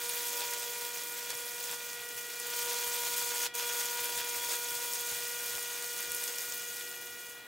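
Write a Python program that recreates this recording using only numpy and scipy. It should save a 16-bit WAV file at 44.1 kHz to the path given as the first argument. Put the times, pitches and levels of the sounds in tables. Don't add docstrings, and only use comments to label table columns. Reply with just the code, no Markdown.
import sys
import numpy as np
from scipy import signal
from scipy.fft import rfft, irfft
from scipy.io import wavfile

SR = 44100
rng = np.random.default_rng(int(sys.argv[2]) if len(sys.argv) > 2 else 0)


def unload_wav(signal):
    wavfile.write(
        sys.argv[1],
        SR,
        np.round(np.clip(np.atleast_2d(signal).T, -1, 1) * 32767).astype(np.int16),
    )


N = 329427

SUPPLY_HZ = 240
USUAL_BUZZ_DB, USUAL_HISS_DB = -53, -40


def from_db(db):
    return 10 ** (np.asarray(db) / 20)


def rms_one(x):
    return x / np.sqrt(np.mean(x ** 2) + 1e-20)


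def seconds():
    return np.arange(N) / SR


def in_time(rows):
    s, *columns = np.transpose(rows)
    return [np.interp(seconds(), s, c) for c in columns]


def drift(rate_hz):
    step = 40
    r = np.exp(-2 * np.pi * rate_hz * step / SR)
    noise = rng.standard_normal(N // step + 2002)
    slow = signal.lfilter([1], [1, -2 * r, r * r], noise)[2000:]
    return np.interp(np.arange(N) / step, np.arange(len(slow)), rms_one(slow))


def colour(x, spectrum):
    hz, db = np.transpose(spectrum)
    grid = np.maximum(np.linspace(0, SR / 2, 2049), 1)
    gain = from_db(np.interp(np.log(grid), np.log(hz), db))
    cepstrum = irfft(np.log(gain))
    folded = rfft(2 * cepstrum[:len(grid)], len(cepstrum)) - cepstrum[0]
    response = irfft(np.exp(folded))
    return signal.fftconvolve(x, response)[:N]


def resonate(x, hz, width_hz):
    r = np.exp(-np.pi * width_hz / SR)
    feed = np.array([1, 0, -1]) * (1 - r * r) / 2
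    back = [1, -2 * r * np.cos(2 * np.pi * hz / SR), r * r]
    return signal.lfilter(feed, back, x + 1e-18)


def stereo_noise(spectrum, side_db):
    mid, side = (rms_one(colour(rng.standard_normal(N), spectrum)) for _ in range(2))
    return mid + from_db(side_db) * side * [[1], [-1]]


def background(buzz_db):
    # f/Hz, relative level/dB
    shop_spectrum = [(25, -11), (70, -12), (100, -3.5), (125, -6), (190, -1), (300, 2.5), (600, 2),
                     (1100, -1), (2300, 1.5), (4000, 0), (6500, -22), (15000, -30)]
    # t/s, level/dB
    thump_rows = [(1.7, -72), (2.88, -69), (3.14, -69), (4.0, -69), (4.17, -64), (4.37, -65), (5.14, -66),
                  (5.56, -64), (6.1, -65)]
    rumble_spectrum = [(25, -21), (85, -7), (130, 22), (220, -7), (600, -35)]   # f/Hz, relative level/dB
    thump_spectrum = [(25, -5), (70, 5), (150, 4), (260, -4), (600, -49)]

    rumble_db = -76.5 + 0.28 * (buzz_db - USUAL_BUZZ_DB) + 1.9 * drift(5)
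    rumble = from_db(rumble_db) * stereo_noise(rumble_spectrum, side_db=-24)
    swells = sum(from_db(db) * np.exp(-((seconds() - s) / 0.034) ** 2) for s, db in thump_rows)
    swells = swells + from_db(-83 + 5 * drift(5))
    thumps = swells * stereo_noise(thump_spectrum, side_db=-14)
    shop = from_db(-56) * stereo_noise(shop_spectrum, side_db=-17)
    faint_hiss = from_db(-61) * rng.standard_normal((2, N))
    return rumble + thumps + shop + faint_hiss


def whines():
    # t/s, f/Hz, relative level/dB
    glides = [
        [(.2, 372, -66), (.75, 425, -64), (1.15, 467, -73), (1.4, 512, -62), (1.75, 560, -75)],
        [(.28, 572, -63), (.6, 585, -60), (.8, 572, -63), (1.2, 550, -70)],
        [(1.9, 460, -66), (2.08, 435, -64), (2.55, 458, -62), (2.9, 461, -63)],
        [(3.2, 382, -71), (4.2, 369.4, -67), (5.2, 366, -70), (6.4, 370, -65), (7.3, 365, -66)],
    ]
    fade_s = 0.069
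    out = 0
    for rows in glides:
        hz, db = in_time(rows)
        to_nearest_end_s = np.minimum(seconds() - rows[0][0], rows[-1][0] - seconds())
        fade = np.clip(to_nearest_end_s / fade_s, 0, 1)
        level = fade * from_db(db + 2.2 * drift(7.6))
        turns = np.cumsum(hz + 1.43 * drift(10.5)) / SR
        out = out + level * np.sqrt(2) * np.sin(2 * np.pi * turns)
    return out


def room(x):
    # from f/Hz, to f/Hz, level shared by both sides/dB, level differing between them/dB
    tail_bands = [(307, 1530, -20, -14), (1360, 5000, -8, -16), (3800, 8200, -12, -13),
                  (8350, 15000, -14, -10)]
    t60_s = 0.16
    out, keep = 0, from_db(-120 / (t60_s * SR))
    for low, high, mid_db, side_db in tail_bands:
        band = signal.butter(2, [low, high], "band", fs=SR, output="sos")
        power = signal.lfilter([1 - keep], [1, -keep], signal.sosfilt(band, x) ** 2)
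        mid, side = rms_one(signal.sosfilt(band, rng.standard_normal((2, N))))
        out = out + np.sqrt(power) * (from_db(mid_db) * mid + from_db(side_db) * side * [[1], [-1]])
    return out


def bench(x, count=14):
    lags_s = rng.uniform(.0008, .012, count)
    response = np.zeros(SR // 20)
    response[(lags_s * SR).astype(int)] = rng.choice([-1, 1], count) * np.exp(-lags_s / 0.023)
    echoes = signal.oaconvolve(x, response / np.linalg.norm(response))[:N]
    return from_db(-.9) * (x + .36 * echoes)


def partial(multiple, flutter_db):
    turns = np.round(multiple) * SUPPLY_HZ * seconds() + rng.random()
    return np.sqrt(2) * np.sin(2 * np.pi * turns) * from_db(flutter_db * drift(20.6))


def hum(buzz_db, flame_db, alight):
    # multiple of the supply, level at the usual burn/dB, change per dB of buzz/dB,
    # change per dB of flame/dB, change per second as the track grows/dB
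    leading = [(2, -53, 1, 0, 0), (4, -55.5, 0, 1, 0), (6, -51.5, 0.9, -0.2, 0.42),
               (8, -55.5, 0.87, -0.53, 0), (10, -54, .6, 0.02, 0.1), (12, -60, 1.5, -.5, 1.14),
               (14, -55.5, 0, .53, 0.37)]
    # multiple of the supply, level at the usual buzz/dB, change per dB of buzz/dB
    faint = [(3, -67.5, .2), (5, -66, 1.2), (9, -66, 1.5), (11, -68, 1), (13, -62.5, 1.5), (15, -66.5, 1.1),
             (17, -68.5, 1.5), (19, -66.5, 1.6), (23, -67.5, 1.4), (25, -67, 1.1)]
    usual_flame_db, mid_burn_s = -55, 3.7
    out_buzz_drop_db, out_flame_drop_db = 10, 13.5

    drive_db = buzz_db - USUAL_BUZZ_DB - out_buzz_drop_db * (1 - alight)
    blaze_db = flame_db - usual_flame_db - out_flame_drop_db * (1 - alight)
    tones = 0
    for multiple, db, per_buzz, per_flame, db_per_s in leading:
        growth_db = db_per_s * (seconds() - mid_burn_s)
        level_db = db + per_buzz * drive_db + per_flame * blaze_db + growth_db
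        flutter_db = 1.35 + 0.0591 * multiple
        tones = tones + from_db(level_db) * partial(multiple, flutter_db)
    for multiple, db, per_buzz in faint:
        tones = tones + from_db(db + per_buzz * drive_db) * partial(multiple, flutter_db=2.0)
    return tones


def snaps():
    # t/s, relative peak level/dB, centre f/Hz
    pockets = [(0.0927, -14, 9430), (0.2678, -19, 13900), (0.5352, -12, 8010), (0.85, -18, 5060),
               (1.3034, -16, 6300), (1.7124, -16, 9600), (1.931, -18, 7000), (2.0887, -18, 8900),
               (2.399, -17, 8090), (3.5513, -15, 10840), (3.81, -17, 7500), (4.0556, -13, 8070),
               (4.9262, -16, 14000), (4.9342, -15, 6400), (6.005, -17, 14200), (6.118, -11.5, 9500),
               (6.1472, -12, 9600), (6.2384, -12, 9610), (6.2768, -13.5, 6460), (6.384, -13, 6500),
               (6.5221, -16, 6460), (6.8092, -22, 1910)]
    out, t = np.zeros(2 * N), np.arange(SR // 200) / SR
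    for (s, db, hz), noise in zip(pockets, rng.standard_normal((len(pockets), len(t)))):
        envelope = t * np.exp(-t / 0.00038)
        burst = resonate(noise * envelope, min(hz, SR / 3), width_hz=5500)
        at = round((s + 0.00059) * SR)
        out[at:at + len(t)] += from_db(db - 6.0) * burst / np.abs(burst).max()
    return out[:N]


def flares():
    # centre t/s, length/s, swell/dB, wetness from 0 to 1
    sap_pockets = [(0.157, 0.055, 2.4, 0), (.27, 0.046, 2.5, 0.1), (0.422, 0.13, 5, 0.86),
                   (0.536, 0.02, 5, 1), (.85, 0.07, 3.5, .6), (1.19, .05, 2.5, 1), (1.31, 0.054, 4.5, 1),
                   (1.48, 0.056, 2.5, 0.4), (1.696, 0.11, 5, 0.94), (2.18, .04, 5, .7),
                   (2.694, .04, 2.1, 1), (3.441, .07, 3.3, 1), (3.695, .04, 1, 1),
                   (3.784, 0.056, 1.5, 0.55), (4.036, 0.081, 2.5, 0.4), (4.187, .06, 3.5, 0.8),
                   (4.37, 0.057, 4.5, 0.56), (4.51, 0.13, 5.5, 0.7), (5.136, 0.057, 2, 0.9),
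                   (5.567, 0.054, 1.7, 1), (6.238, .06, 3, 0.4), (6.535, .04, 2.1, .6)]
    wet_db = dry_db = 0
    for s, length, db, wetness in sap_pockets:
        swell_db = db * np.exp(-(2 * (seconds() - s) / length) ** 2)
        wetness = np.clip(wetness, 0, 1)
        wet_db = wet_db + wetness * swell_db
        dry_db = dry_db + (1 - wetness) * swell_db
    return wet_db, dry_db


def grains(per_s, spread_db):
    sizes = from_db(spread_db * np.minimum(rng.exponential(1, N), 5)) * rng.choice([-1, 1], N)
    return rms_one(sizes * (rng.random(N) < per_s / SR))


def puffing(uneven_db, between):
    # start/cycles, length/cycles, relative level/dB
    half_cycles = [(.42, 0.44, -1), (.92, 0.19, -7)]
    out = between
    for start, length, db in half_cycles:
        count, phase = np.divmod(SUPPLY_HZ * seconds() + 1 - start, 1)
        shape = np.sin(np.pi * np.minimum(phase / length, 1) ** 0.63).clip(0) ** 0.54
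        strength_db = uneven_db * np.minimum(rng.exponential(1, N // 100), 3.5)
        out = out + shape * from_db(db + strength_db)[count.astype(int)]
    return rms_one(out)


def sputter(sputter_db):
    # f/Hz, relative level/dB
    boil_spectrum = [(100, -37.5), (220, -20.5), (400, -10), (560, -7.5), (800, -6), (1200, -6.5),
                     (1800, -2.5), (2700, -2), (3600, -2.5), (5000, -4.5), (9000, -17)]
    noise = rng.standard_normal(N) + 0.63 * grains(per_s=1400, spread_db=2.0)
    boil = noise * puffing(uneven_db=3.5, between=0.72)
    return from_db(sputter_db + 1.76 * drift(22)) * rms_one(colour(boil, boil_spectrum))


def strikes(spread_db, jitter):
    cycles = np.arange(0, N / SR * SUPPLY_HZ - 1, .5)
    late, size, sign = rng.standard_normal((len(cycles), 3)).T
    at = ((cycles + .05 + jitter * late) * SR / SUPPLY_HZ).astype(int).clip(0, N - 1)
    out = np.zeros(N)
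    out[at] = np.sign(sign) * from_db(spread_db * np.minimum(size, 2))
    return rms_one(out)


def steam(hiss_db, top_db, puffs):
    # f/Hz, relative level/dB
    hiss_spectrum = [(1200, -21), (2500, -13), (4000, -5), (5500, -0.5), (6700, 1.5), (8300, 0),
                     (10500, -3.5), (12500, -3.5), (15500, -1)]
    # f/Hz, width/Hz, relative level/dB
    groove_rows = [(6470, 130, -3), (6760, 80, -4), (8110, 90, -4), (8840, 200, -8), (9590, 110, -3),
                   (11600, 70, -4), (12400, 110, -6)]
    # t/s, level/dB
    depth_rows = [(0, -9), (2.2, -9), (3.6, -1), (6.5, 0), (7.4, -6)]

    sizzle = (rng.standard_normal(N) + 0.52 * grains(per_s=1400, spread_db=1.5)) * puffs
    jet = colour(sizzle + .42 * strikes(spread_db=6.0, jitter=.05), hiss_spectrum)
    ringing = sum(from_db(db) * resonate(jet, hz, width) for hz, width, db in groove_rows)
    jet = rms_one(jet + from_db(in_time(depth_rows)[0]) * ringing)
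    body = signal.sosfiltfilt(signal.butter(3, 9500, fs=SR, output="sos"), jet)
    top = jet - body
    brighter_db = top_db + 5.0 + 1.0 * drift(84)
    tilted = body * from_db(-.6 * brighter_db) + top * from_db(1.17 * brighter_db)
    return from_db(hiss_db + 1.0) * tilted


def boiling(buzz_db, hiss_db, wet_db, dry_db):
    boil_db = hiss_db - USUAL_HISS_DB
    drive_db = buzz_db - USUAL_BUZZ_DB
    top_db = -3.5 - .08 * boil_db - 0.39 * wet_db + 1.06 * dry_db
    sputter_db = -48 + 0.75 * boil_db + 0.43 * drive_db + 1.3 * wet_db
    puffs = puffing(uneven_db=1.5, between=0.058) * from_db(1.0 * drift(28))
    return steam(hiss_db + 0.43 * wet_db + dry_db, top_db, puffs) + sputter(sputter_db)


def scene():
    # t/s, buzz level/dB, hiss level/dB, flame tone level/dB
    arc_rows = [(0.0, -52, -38, -51.5), (0.42, -50.5, -39.5, -49), (1.1, -54, -41, -55.5),
                (1.7, -55, -41.7, -57.2), (2.0, -54.8, -43.5, -60), (2.34, -55.2, -43, -63.5),
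                (2.62, -47.9, -36.1, -48), (3.1, -49.5, -35.5, -47), (3.75, -49, -36.5, -48),
                (4.3, -50.8, -39, -50), (4.92, -52.5, -38, -50), (5.12, -52, -38.5, -57.5),
                (5.8, -53.5, -39.5, -57.5), (6.3, -54, -39.5, -59.4), (6.58, -57, -40.5, -66),
                (6.9, -58.5, -44.5, -67), (7.32, -61.5, -48.5, -67.9), (7.47, -65, -59, -69)]
    # t/s, share alight from 0 to 1
    alight_rows = [(3.471, 1), (3.475, 0), (3.537, 0), (3.541, .3), (3.551, 1)]
    # t/s, left minus right/dB
    place_rows = [(0, -.6), (2.1, -.6), (2.7, .1), (7.4, .5)]

    buzz_db, hiss_db, flame_db = in_time(arc_rows)
    wet_db, dry_db = flares()
    alight = in_time(alight_rows)[0]
    burn = alight * boiling(buzz_db, hiss_db, wet_db, dry_db) + snaps()
    pan = from_db(in_time(place_rows)[0] * [[.5], [-.5]])
    near = bench(burn) + room(burn) + hum(buzz_db, flame_db + 0.82 * wet_db, alight)
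    return pan * near + from_db(-2.5) * whines() + background(buzz_db)


def record(dry):
    cutoff_hz = 15800
    lowpass = signal.firwin(601, cutoff_hz, window=("kaiser", 9), fs=SR)
    return signal.fftconvolve(dry, lowpass[None], "same", axes=1)


dry = scene()
out = record(dry)
unload_wav(out)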